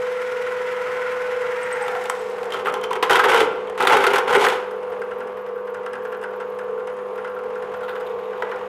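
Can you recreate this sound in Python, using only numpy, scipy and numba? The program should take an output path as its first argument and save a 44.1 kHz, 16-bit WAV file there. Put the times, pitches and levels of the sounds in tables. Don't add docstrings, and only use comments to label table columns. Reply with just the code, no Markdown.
import sys
import numpy as np
from scipy import signal
from scipy.fft import rfft, irfft
from scipy.io import wavfile
from scipy.ndimage import uniform_filter1d
from numba import njit

SR = 44100
rng = np.random.default_rng(int(sys.argv[2]) if len(sys.argv) > 2 else 0)


def log_audio(samples):
    frames = np.atleast_2d(samples).T
    limited = np.clip(frames, -1, 1)
    pcm = np.round(limited * 32767).astype(np.int16)
    wavfile.write(sys.argv[1], SR, pcm)


def attenuation_scalar(level_db):
    decades = np.asarray(level_db, float) / 20
    return 10 ** decades


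N = 382788
T = np.arange(N) / SR
SPINDLE_LOADED_HZ, SPINDLE_FREE_HZ = 10.03, 10.64


def curves(table):
    s, *columns = np.transpose(table)
    return [np.interp(T, s, c) for c in columns]


def unit(x):
    return x / np.sqrt(np.mean(x ** 2))


def colour(x, points):
    hz, db = np.transpose(points)
    f = np.maximum(np.fft.rfftfreq(4096, 1 / SR), 1)
    gain = attenuation_scalar(np.interp(np.log(f), np.log(hz), db))
    cepstrum = irfft(np.log(gain))
    cepstrum[1:2048] *= 2
    cepstrum[2049:] = 0
    return signal.oaconvolve(x, irfft(np.exp(rfft(cepstrum))))[:N]


def ring(x, modes):
    out = 0
    for k, (hz, width, db) in enumerate(modes):
        b, a = signal.iirpeak(hz, hz / width, SR)
        out = out + (-1) ** k * attenuation_scalar(db) * signal.lfilter(b, a, x)
    return out


def band(x, lo_hz, hi_hz):
    sos = signal.butter(3, [lo_hz, hi_hz], "band", fs=SR, output="sos")
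    return signal.sosfilt(sos, x)


@njit
def sweep(x, hz, width):
    y, b, l = np.empty(len(x)), 0., 0.
    for i in range(len(x)):
        g, k = np.tan(np.pi * hz[i] / SR), width / hz[i]
        v = (b + g * (x[i] - l)) / (1 + g * (g + k))
        b, l, y[i] = 2 * v - b, l + 2 * g * v, k * v
    return y


def walk(rate):
    k = int(SR / rate)
    steps = np.repeat(rng.standard_normal(N // k + 1), k)
    slewed = uniform_filter1d(uniform_filter1d(steps, k), k)
    return unit(slewed[:N])


def grit(spread_db):
    size_db = spread_db * np.minimum(rng.exponential(size=N), 6)
    return unit(rng.standard_normal(N) * attenuation_scalar(size_db))


def teeth(turns, once, twice, four):
    angle = 2 * np.pi * turns
    return attenuation_scalar(once * np.cos(angle) + twice * np.cos(2 * angle) + four * np.cos(4 * angle))


def layered(x):
    boom = band(band(x, 65, 412), 56, 610)
    return unit(band(x, 775, 2340)), unit(boom), unit(band(x, 3720, 20000))


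def blows(times, db, decay_s, spray_db):
    kicks, spray = np.zeros(N), np.zeros(N)
    for s, gain, decay in np.broadcast(times, attenuation_scalar(db), np.maximum(decay_s, .001)):
        i = int(s * SR)
        kicks[i] += gain
        spray[i:i + 4000] += gain * np.exp(-T[:min(4000, N - i)] / decay)
    return kicks + attenuation_scalar(spray_db) * grit(1.0) * spray


def pings(table, gain_db, t60_s, rise_s):
    out, age = np.zeros(N + SR), T[:SR // 5]
    shape = (1 - np.exp(-age / rise_s)) * np.exp(-np.log(1000) * age / t60_s)
    for (s, db, hz), (pair, phase) in zip(table, rng.random((len(table), 2))):
        angle = 2 * np.pi * hz * age
        partner = np.sin(angle * (1.04 + 0.105 * pair) + 2 * np.pi * phase)
        out[int(s * SR):][:len(age)] += attenuation_scalar(db + gain_db) * shape * (np.sin(angle) + 0.49 * partner)
    return out[:N] * attenuation_scalar(3.0 * walk(400))


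# start_s, feed level_db, cutter_depth in the hole [0-1]
BORING = [
    (0, -34, 0.23),
    (.95, -31, 0.18),
    (1.4, -31, 0.12),
    (1.75, -29.5, 0.69),
    (1.97, -33, 0.98),
    (2.1, -36.5, 0.65),
    (2.25, -40.5, 0.85),
    (2.5, -30.5, 0.72),
]
# freq_hz, level_db [per Hz]
SHEAR_COLOUR = [(360, -43.5), (650, -11.5), (750, -11), (1040, -2), (1180, -6.5), (1360, -1.5),
                (2050, -7.5), (2400, -10), (3100, -11), (4300, -21), (8300, -29.5), (8800, -35),
                (11500, -37), (16000, -44)]
# freq_hz, width_hz, level_db
CUTTER_MODES = [(2054, 74, 10.5), (5240, 160, 1), (6080, 190, -4), (7040, 140, -4), (8000, 230, -5),
                (9430, 640, -8), (11400, 650, -9), (13300, 400, -14)]


def bore(turns):
    level_db, depth = curves(BORING)
    shallow_hz, deep_hz = (1050, 1560, 1870), (715, 1340, 1740)
    sags = (depth ** 2, depth, depth)
    low_hz, high_hz, top_hz = (a + (b - a) * sag for a, b, sag in zip(shallow_hz, deep_hz, sags))
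    shear = grit(1.1) * teeth(turns, 0.085, 1.6, 0.98) * attenuation_scalar(0.83 * walk(60.54))
    rub = grit(2.3) * teeth(turns, 1.8, 2.7, 2.0)
    wood = unit(colour(shear, SHEAR_COLOUR)) + attenuation_scalar(-15.5) * unit(ring(rub, CUTTER_MODES))
    low = attenuation_scalar(5.0 + 4.3 * depth) * sweep(shear, low_hz, 60.0)
    high = attenuation_scalar(9.5) * sweep(shear, high_hz, 45.0)
    top = attenuation_scalar(-3.5) * sweep(shear, top_hz, 73.0)
    hole = unit(low - high + top)
    middle, boom, bright = layered(wood)
    bright_db = -18.5 - 1 * (level_db + 31.5)
    hole_db = -6 + 7 * depth
    cut = middle + attenuation_scalar(-14.5) * boom + attenuation_scalar(bright_db) * bright + attenuation_scalar(hole_db) * hole
    fade = np.clip((BORING[-1][0] + 0.22 - T) / 0.61, 0, 1)
    return attenuation_scalar(level_db) * fade * cut


# start_s, length_s, first_db, last_db, table_weight_db
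SNATCHES = [(2.518, 0.092, -21, -28.5, -2.5), (2.645, 0.04, -24, -15.5, 1), (2.745, 0.023, -26, -23.5, 0.5),
            (2.83, 0.017, -19, -22, -2), (2.902, 0.064, -24, -23.5, 1), (3.024, 0.02, -7.5, -14.5, -5),
            (3.094, 0.075, -8, -11, -2.5), (3.188, 0.0065, -12, -11, -7.5), (3.232, 0.033, -13, -12.5, -1),
            (3.281, 0.15, -10, -13.5, -3), (3.395, 0.015, -16.5, -17.5, 7.5), (3.775, 0.021, -23, -20, -5),
            (3.795, 0.061, -11.5, -20, 0.5), (3.866, 0.037, -11, -18, -2), (3.902, 0.045, -11, -9.5, -0.5),
            (3.976, 0.13, -14.5, -13, -1.5), (4.132, 0.03, -13, -11.5, -2.5), (4.18, 0.015, -9, -24, -7),
            (4.273, 0.093, -15, -11, 0), (4.377, 0.076, -17.5, -10, -6), (4.495, 0.15, -16.5, -44, -6)]


def bites(release_db_per_s, weight_share):
    attack_s = 0.0051
    gain, age = np.zeros(N), T[:SR // 2]
    for s, length, first_db, last_db, weight_db in SNATCHES:
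        held_db = np.interp(age, [0, length], [first_db, last_db])
        db = held_db - release_db_per_s * np.maximum(age - length, 0)
        span = gain[int(s * SR):][:len(age)]
        bite = attenuation_scalar(db + weight_share * weight_db) * np.minimum(age / attack_s, 1)
        np.maximum(span, bite, out=span)
    return gain


# freq_hz, level_db [per Hz]
TEAR_COLOUR = [(24, -53), (40, -39.5), (320, -21.5), (402, 0), (503, 0), (556, 5.5), (852, -3),
               (1370, -7.5), (2260, -14), (2980, -10), (4340, -25), (11600, -37.5), (16000, -50)]
# freq_hz, width_hz, level_db
BOARD_MODES = [(402, 38, -4.5), (458.2, 30.5, 6.5), (813, 120, 1.5), (1054, 155, 4), (1330, 190, 3.5),
               (1616, 240, 0.5), (2000, 235, -1), (3000, 770, -15), (8100, 150, -23.5), (11800, 810, -27)]


def snatch():
    tear = grit(3.34) * attenuation_scalar(2.53 * walk(120))
    wood = unit(colour(tear, TEAR_COLOUR)) + attenuation_scalar(-14.0) * unit(ring(tear, BOARD_MODES))
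    shares_db, releases_db_per_s, weight_shares = (-8.0, -9.5, -22.5), (457, 214, 587), (0, 0.63, -1)
    out = np.zeros(N)
    for db, release, weight, part in zip(shares_db, releases_db_per_s, weight_shares, layered(wood)):
        out += attenuation_scalar(db + 0.28 * walk(97)) * bites(release, weight) * part
    return out


# start_s, crack_peak_db, wooden_body_db and fine_splinters_db [against crack]
SPLINTER_BLOWS = [(1.316, -46, 0, 3), (1.84, -28, 10, -17), (1.881, -17.5, 5.5, -15), (1.951, -28, 13, -30),
                  (2, -36, 3, -11), (2.04, -29, 4, -2), (2.056, -20, -3, -12), (2.0981, -16, 8.5, -1.5),
                  (2.1511, -29, -4, -11), (2.221, -46, 0, -1), (2.243, -48, -2, 4), (2.287, -42, 0, -2),
                  (2.299, -36, -2, -3), (2.342, -48, -3, -2), (2.383, -32, 11, -9), (2.431, -25, 2, -12),
                  (2.442, -37, 4, -2), (2.456, -31, -3, -6), (2.5043, -23, 0, -14), (2.522, -19, -4, -9),
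                  (2.5364, -17, 0, -25), (2.5432, -23, 11, -10), (2.598, -32, 6, -22), (2.65, -30, 7, -11),
                  (2.658, -21, 13, -27), (2.67, -25, 17, -20), (2.699, -26, 3, -13), (2.724, -32, 0, -3),
                  (2.74, -18.5, 5, -7), (2.8133, -26, -1, -10), (2.839, -17.5, -3, -8),
                  (2.909, -22.5, 3, -11), (2.9308, -17, 3.5, -9), (2.955, -25, 9, -10),
                  (3.525, -32, 6, -33), (3.558, -35, 7, -27), (3.6728, -30.5, 2.5, -18),
                  (3.698, -32, 5, -6), (3.754, -32, -1, -24)]
# start_s, crack_peak_db, wooden_body_db [against crack]
HAMMER_BLOWS = [(3.0266, -9.5, 7), (3.098, -19.5, 15.5), (3.108, -7.5, 2.5), (3.131, -10, 0),
                (3.1556, -7.5, 6.5), (3.196, -13.5, 11.5), (3.2404, -15, 15), (3.291, -26, 19),
                (3.315, -19, 12), (3.344, -13.5, 11.5), (3.404, -9.5, 2.5), (3.777, -24, 7),
                (3.805, -15, 7.5), (3.825, -13.5, -2), (3.8507, -19, 12), (3.872, -3.5, 1),
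                (3.897, -18, 15), (3.969, -9.5, 6.5), (4.04, -12.5, 10), (4.0669, -7.5, 1.5),
                (4.1343, -15, 13), (4.158, -11, 4), (4.183, -13, 7), (4.279, -35, 13), (4.308, -22, 10),
                (4.327, -16, 9), (4.351, -13, 9.5), (4.4405, -14, 6.5), (4.4643, -14, 12), (4.485, -9, -9)]
# freq_hz, width_hz, level_db
CRACK_MODES = [(2510, 530, -2), (3205, 70, -1), (3480, 310, -5), (4850, 910, -17.5)]
# freq_hz, width_hz, level_db
PLUG_MODES = [(3110, 70, 3), (3430, 110, -4)]
# start_s, peak_db
CHIP_KNOCKS = [
    (8.423, -17.5),
    (8.516, -26.5),
    (8.613, -32),
]
# start_s, peak_db, pitch_hz
WEB_CHATTER = [(2.677, -6.5, 1250), (2.745, -15, 896), (2.769, -17, 1045), (2.91, -11, 1000),
               (3.028, -4, 1027), (3.122, -2, 1410), (3.146, -2, 1003), (3.163, -9, 1366),
               (3.194, -7, 1280), (3.197, -5, 1580), (3.245, -5.5, 1340), (3.263, -12, 910),
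               (3.293, -10, 1000), (3.329, -7, 1390), (3.348, -9, 1386), (3.364, -14, 1560),
               (3.415, -13.5, 900), (3.444, -19, 1380), (3.803, -9, 880), (3.827, -13, 844),
               (3.852, -8, 786), (3.872, -5, 1225), (3.911, -1.5, 853), (3.922, -0.5, 1340),
               (3.93, -8, 991), (3.945, -7.5, 840), (3.984, -8.5, 905), (4.022, -12, 838),
               (4.044, -11, 1214), (4.066, -5, 1384), (4.079, -9, 853), (4.117, -14, 925),
               (4.136, -11, 1020), (4.161, -7.5, 1410), (4.184, -12, 1033), (4.308, -5.5, 857),
               (4.331, -11, 1020), (4.345, -4, 1490), (4.354, -5.5, 1054), (4.369, -9, 1320),
               (4.42, -5, 970), (4.425, -9.5, 806), (4.448, -9, 1525), (4.466, -6, 1787),
               (4.487, -15, 1010), (4.547, -18.5, 1490)]
# start_s, peak_db, pitch_hz
TABLE_THUDS = [(3.043, -19.5, 440), (3.173, -21, 408), (3.305, -11, 456), (3.343, -12.5, 465),
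               (3.411, -6.5, 440), (3.439, -23, 441), (3.879, -13, 398), (3.931, -16, 388),
               (3.979, -11.5, 402), (4.16, -13.5, 449), (4.286, -19, 418), (4.313, -17, 472),
               (4.338, -24, 401), (4.366, -12, 410), (4.394, -16, 437), (4.424, -14, 477),
               (4.444, -18, 476), (4.472, -11.5, 460), (8.431, -17, 464)]


def strikes():
    s, crack_db, body_db = np.transpose([row[:3] for row in SPLINTER_BLOWS] + HAMMER_BLOWS)
    fine_db = np.array([row[-1] for row in SPLINTER_BLOWS] + [-13] * len(HAMMER_BLOWS))
    decay_s = np.repeat([0.004, 0.0088], [len(SPLINTER_BLOWS), len(HAMMER_BLOWS)])
    crack = ring(blows(s, crack_db, decay_s, -15.5), CRACK_MODES)
    fine_colour = [(3500, -21), (5500, 5), (8000, 3.5), (11500, -1.5), (14500, -10), (16000, -14)]
    fine = colour(blows(s, crack_db + fine_db, 0.79 * decay_s, -13.5), fine_colour)
    body = ring(blows(s, crack_db + body_db, 1.23 * decay_s, -20), BOARD_MODES)
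    loose = (s > 2.52) & (s < 3.7)
    plug = ring(blows(s[loose], crack_db[loose], 0.0097, -13), PLUG_MODES)
    knock_s, knock_db = np.transpose(CHIP_KNOCKS)
    knock_modes = [(980, 104, 8.0), (1560, 200, -0.5), (1920, 190, -2.5), (3460, 2300, -26.5)]
    knock = ring(blows(knock_s, knock_db, 0.0054, -17.0), knock_modes)
    webs = pings(WEB_CHATTER, gain_db=-2.5, t60_s=0.043, rise_s=0.0013)
    thuds = pings(TABLE_THUDS, gain_db=-3.5, t60_s=0.13, rise_s=0.0033)
    wood = attenuation_scalar(17.0) * crack + attenuation_scalar(7.0) * fine + attenuation_scalar(20.5) * body
    return webs + thuds + attenuation_scalar(16.5) * plug + wood + attenuation_scalar(30.0) * knock


# start_s, peak_db, tick_db [against knock]
HARD_KNOCKS = [(4.92, -25.5, -26), (5.017, -23, -24), (5.1126, -24, -34), (5.204, -21.5, -28),
               (5.3703, -23, -28), (5.4634, -24, -27), (5.675, -24.5, -33), (5.7442, -23, -19),
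               (5.8615, -20.5, -22), (5.932, -20.5, -23), (6.051, -21.5, -26), (6.1237, -21, -32),
               (6.2368, -20.5, -22), (6.334, -25, -41), (6.401, -20.5, -26), (6.5882, -23, -23),
               (6.872, -20, -22.5), (7.179, -23.5, -38), (7.2457, -20, -30), (7.2733, -32, -30),
               (7.389, -24, -28), (7.503, -26, -27), (7.623, -22, -26), (7.7396, -25, -29),
               (7.808, -23.5, -27), (7.8813, -18, -37), (7.9538, -18, -34), (8.008, -26.5, -18),
               (8.331, -22.5, -36), (8.5176, -20, -38)]
# freq_hz, width_hz, level_db
SLEEVE_MODES = [(920, 180, -8), (1393, 64, 4), (1436, 128, 1), (1623, 240, -5.5), (2024, 145, -11),
                (2800, 530, -20.5)]
# freq_hz, width_hz, level_db
TICK_MODES = [(4630, 230, -4), (5080, 260, 4), (6200, 250, -1), (6940, 400, -5), (8100, 490, 0.5),
              (9950, 1050, -4), (13100, 250, -19)]
# start_s, peak_db, pitch_hz
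SOFT_REBOUNDS = [(4.714, -33, 1500), (4.7386, -30, 1390), (4.8714, -31, 1420), (5.0195, -25, 1390),
                 (5.1841, -33, 1460), (5.2071, -23, 1370), (5.2749, -37, 1240), (5.3552, -29, 1250),
                 (5.4919, -29, 1330), (5.5603, -32, 1390), (5.5837, -31, 1490), (5.675, -29, 1620),
                 (5.8227, -38, 1250), (5.8611, -28, 1374), (5.9623, -31, 1510), (6.1439, -29, 1344),
                 (6.2093, -34, 1390), (6.2387, -22.5, 1490), (6.2854, -32, 1460), (6.3051, -31, 1360),
                 (6.4317, -33, 1505), (6.6154, -30, 1395), (6.6862, -29, 1330), (6.7111, -35, 1260),
                 (6.776, -31, 1370), (6.8044, -30, 1400), (6.8992, -34, 1260), (7.0219, -35, 1250),
                 (7.155, -30, 1366), (7.2459, -25, 1350), (7.273, -24, 1370), (7.317, -37, 1386),
                 (7.3654, -26, 1370), (7.3914, -33, 1270), (7.5587, -27, 1400), (7.7423, -27, 1400),
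                 (7.8306, -25, 1364), (7.9279, -23, 1330), (7.98, -34, 1540), (8.5424, -31, 1450)]


def rattle():
    hard_s, hard_db, hard_tick_db = np.transpose(HARD_KNOCKS)
    turn_s = np.arange(4.6395, T[-1] - .1, 1 / SPINDLE_FREE_HZ)
    light_s = np.concatenate([turn_s, turn_s + .75 / SPINDLE_FREE_HZ])
    jitter, force, brightness = rng.standard_normal((len(light_s), 3)).T
    s = np.concatenate([hard_s, light_s + 0.0032 * jitter])
    knock_db = np.concatenate([hard_db, -32 + 7 * np.minimum(force, 1)])
    tick_db = np.concatenate([hard_tick_db, -23 + 3 * np.minimum(brightness, 1)])
    force_db = knock_db + 0.48 * (knock_db + 25.0)
    knock = ring(blows(s, force_db, 0.014, -11.5), SLEEVE_MODES)
    tick = ring(blows(s, force_db + tick_db, 0.0042, -10.5), TICK_MODES)
    rebounds = pings(SOFT_REBOUNDS, gain_db=-2.5, t60_s=0.066, rise_s=0.0017)
    return attenuation_scalar(19.5) * knock + attenuation_scalar(13.5) * tick + rebounds


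# start_s, peak_db, pitch_hz, length_s
CUTTER_SQUEAKS = [(1.63, -39, 8100, 0.0096), (1.725, -31.5, 8210, 0.01), (1.748, -47, 8300, 0.012),
                  (1.822, -35, 8170, 0.0093), (1.8454, -48, 8240, 0.012), (2.096, -23, 8020, 0.0043),
                  (2.19, -48, 7930, 0.012), (3.298, -38, 8100, 0.012), (4.34, -38, 8230, 0.0093),
                  (4.363, -32, 8260, 0.0081), (4.457, -64, 8190, 0.012)]


def squeaks():
    out = np.zeros(N)
    age = T[:int(.06 * SR)]
    for s, db, hz, length in CUTTER_SQUEAKS:
        shape = np.minimum(age / 0.0023, 1) * np.exp(-(age / max(length, .003)) ** 3)
        i = int(s * SR)
        out[i:i + len(age)] += attenuation_scalar(db) * shape * np.sin(2 * np.pi * hz * age * (1 + 0.24 * age))
    return out * attenuation_scalar(2.3 * walk(530))


# centre_s, length_s, level_db
BOARD_NUDGES = [
    (7.4, 0.18, -63),
    (7.934, 0.087, -46.5),
    (8.1, 0.15, -62),
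    (8.37, 0.22, -55),
]


def slide():
    push = sum(attenuation_scalar(db) * np.exp(-((T - s) / length) ** 2) for s, length, db in BOARD_NUDGES)
    drag_modes = [(2490, 520, 1), (3680, 530, 0), (4700, 500, -13), (12500, 4000, -19.0)]
    drag = ring(grit(4.9) * attenuation_scalar(7.6 * walk(90)), drag_modes)
    return push * unit(drag)


def flutter(turns):
    from_s, to_s, fade_s = 4.55, 8.35, .06
    spinning = np.clip(np.minimum(T - from_s, to_s - T) / fade_s, 0, 1)
    puffs = grit(4.5) * teeth(turns, 0.74, 6, 3.5) * attenuation_scalar(4 * walk(70) + 0.72 * walk(1.74))
    dust_db = 2 * np.exp(-np.abs(T - from_s) / 0.47)
    return attenuation_scalar(-71.5 + dust_db) * spinning * unit(band(puffs, 10800, 15000))


# time_s, load_share [0-1]
MOTOR_LOAD = [(0, 1), (1.5, .95), (2.0, .7), (2.5, 0), (3.05, 0), (3.3, .8), (3.6, 0), (3.8, 0), (4.0, .8),
              (4.5, .7), (4.7, 0)]
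CASING_TONE_HZ = [200, 242.5, 400, 442.5, 475.2, 600]
# level_db [rms], wobble_db, load_change_db
CASING_TONES = [(-51.5, 0.5, -4), (-66.5, 6, -23), (-44.5, -1, -7), (-39.5, 3.5, -8), (-39.5, 3.5, 2),
                (-48.5, -0.4, -3.5)]
SLOT_TONES = [-49, -45, -45.5, -51]
# freq_hz, level_db [per Hz]
MACHINE_COLOUR = [(30, -44), (110, -32.5), (230, -35), (358, -30), (376, -17), (420, -15.5), (465, -9.5),
                  (520, -16), (575, -21), (900, -18), (1120, -25.5), (1380, -27), (3000, -38.5),
                  (4100, -51), (13000, -70), (16000, -71)]
# freq_hz, width_hz, level_db
WHINE_MODES = [(5120, 120, -7), (6720, 140, 2.5), (9300, 200, -3), (13050, 130, -5)]


def motor(turns):
    mains_hz, hum_hz, slot_free_hz, slot_loaded_hz = 50.0, 500.0, 1044.9, 1030.6
    load, = curves(MOTOR_LOAD)
    noise_db = -35 - 1.5 * load + 1.53 * walk(1.38)
    hum_db = -31 + 5 * load + 0.61 * walk(7.0)
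    out = np.sqrt(2) * attenuation_scalar(hum_db) * np.sin(2 * np.pi * hum_hz * T)
    for hz, (db, wobble_db, load_db) in zip(CASING_TONE_HZ, CASING_TONES):
        tone_db = db + load_db * load + wobble_db * walk(12)
        out += np.sqrt(2) * attenuation_scalar(tone_db) * np.sin(2 * np.pi * (hz * T + rng.random()))
    slot_turns = np.cumsum(slot_free_hz + (slot_loaded_hz - slot_free_hz) * load) / SR
    for k, db in enumerate(SLOT_TONES):
        tone_turns = slot_turns + (k - 1) * 2 * mains_hz * T
        out += np.sqrt(2) * attenuation_scalar(db - 9 * load) * np.sin(2 * np.pi * tone_turns)
    noise = unit(colour(grit(0.43) * teeth(turns, 0.48, 0.12, 1.2), MACHINE_COLOUR))
    whine = np.zeros(N)
    for mode in WHINE_MODES:
        whine += attenuation_scalar(4.9 * walk(1.6)) * ring(grit(1.5) * attenuation_scalar(2.5 * walk(8)), [mode])
    bearing = unit(ring(grit(2.3) * teeth(turns, 8.4, 2.2, 7.5), TICK_MODES))
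    machine = noise + attenuation_scalar(-43.0) * bearing + attenuation_scalar(-38.5) * unit(whine)
    return out + attenuation_scalar(noise_db + 1.0 * walk(7.0)) * machine


def shop(x):
    t60_s, level_db = 0.66, -11
    age = T[:int(.7 * SR)]
    noise = rng.standard_normal(len(age))
    dull = signal.lfilter([.2], [1, -.8], noise)
    tail = dull * np.exp(-np.log(1000) * age / t60_s)
    tail += 0.17 * noise * np.exp(-np.log(1000) * age / (0.34 * t60_s))
    tail *= age > .006
    return attenuation_scalar(level_db) * signal.fftconvolve(x, tail / np.sqrt(np.sum(tail ** 2)))[:N]


def scene():
    boring_turns = SPINDLE_LOADED_HZ * (T - .222)
    free_turns = SPINDLE_FREE_HZ * (T - 5.0)
    cutting = bore(boring_turns) + snatch() + strikes() + squeaks()
    work = cutting + rattle() + slide() + flutter(free_turns)
    return (work + shop(work) + motor(free_turns - .2))[None]


def band_limit(x):
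    return signal.sosfilt(signal.butter(12, 16530, fs=SR, output="sos"), x)


def record(dry):
    hiss = attenuation_scalar(-85) * rng.standard_normal(dry.shape)
    rounded = np.tanh(.9 * dry) / .9
    top_cut = signal.ellip(8, .2, 40, 15650, fs=SR, output="sos")
    cut = signal.sosfilt(top_cut, rounded + hiss)
    fade = np.minimum((T[-1] - T) / .004, 1)
    return band_limit(cut * fade)


dry = scene()
out = record(dry)
log_audio(out)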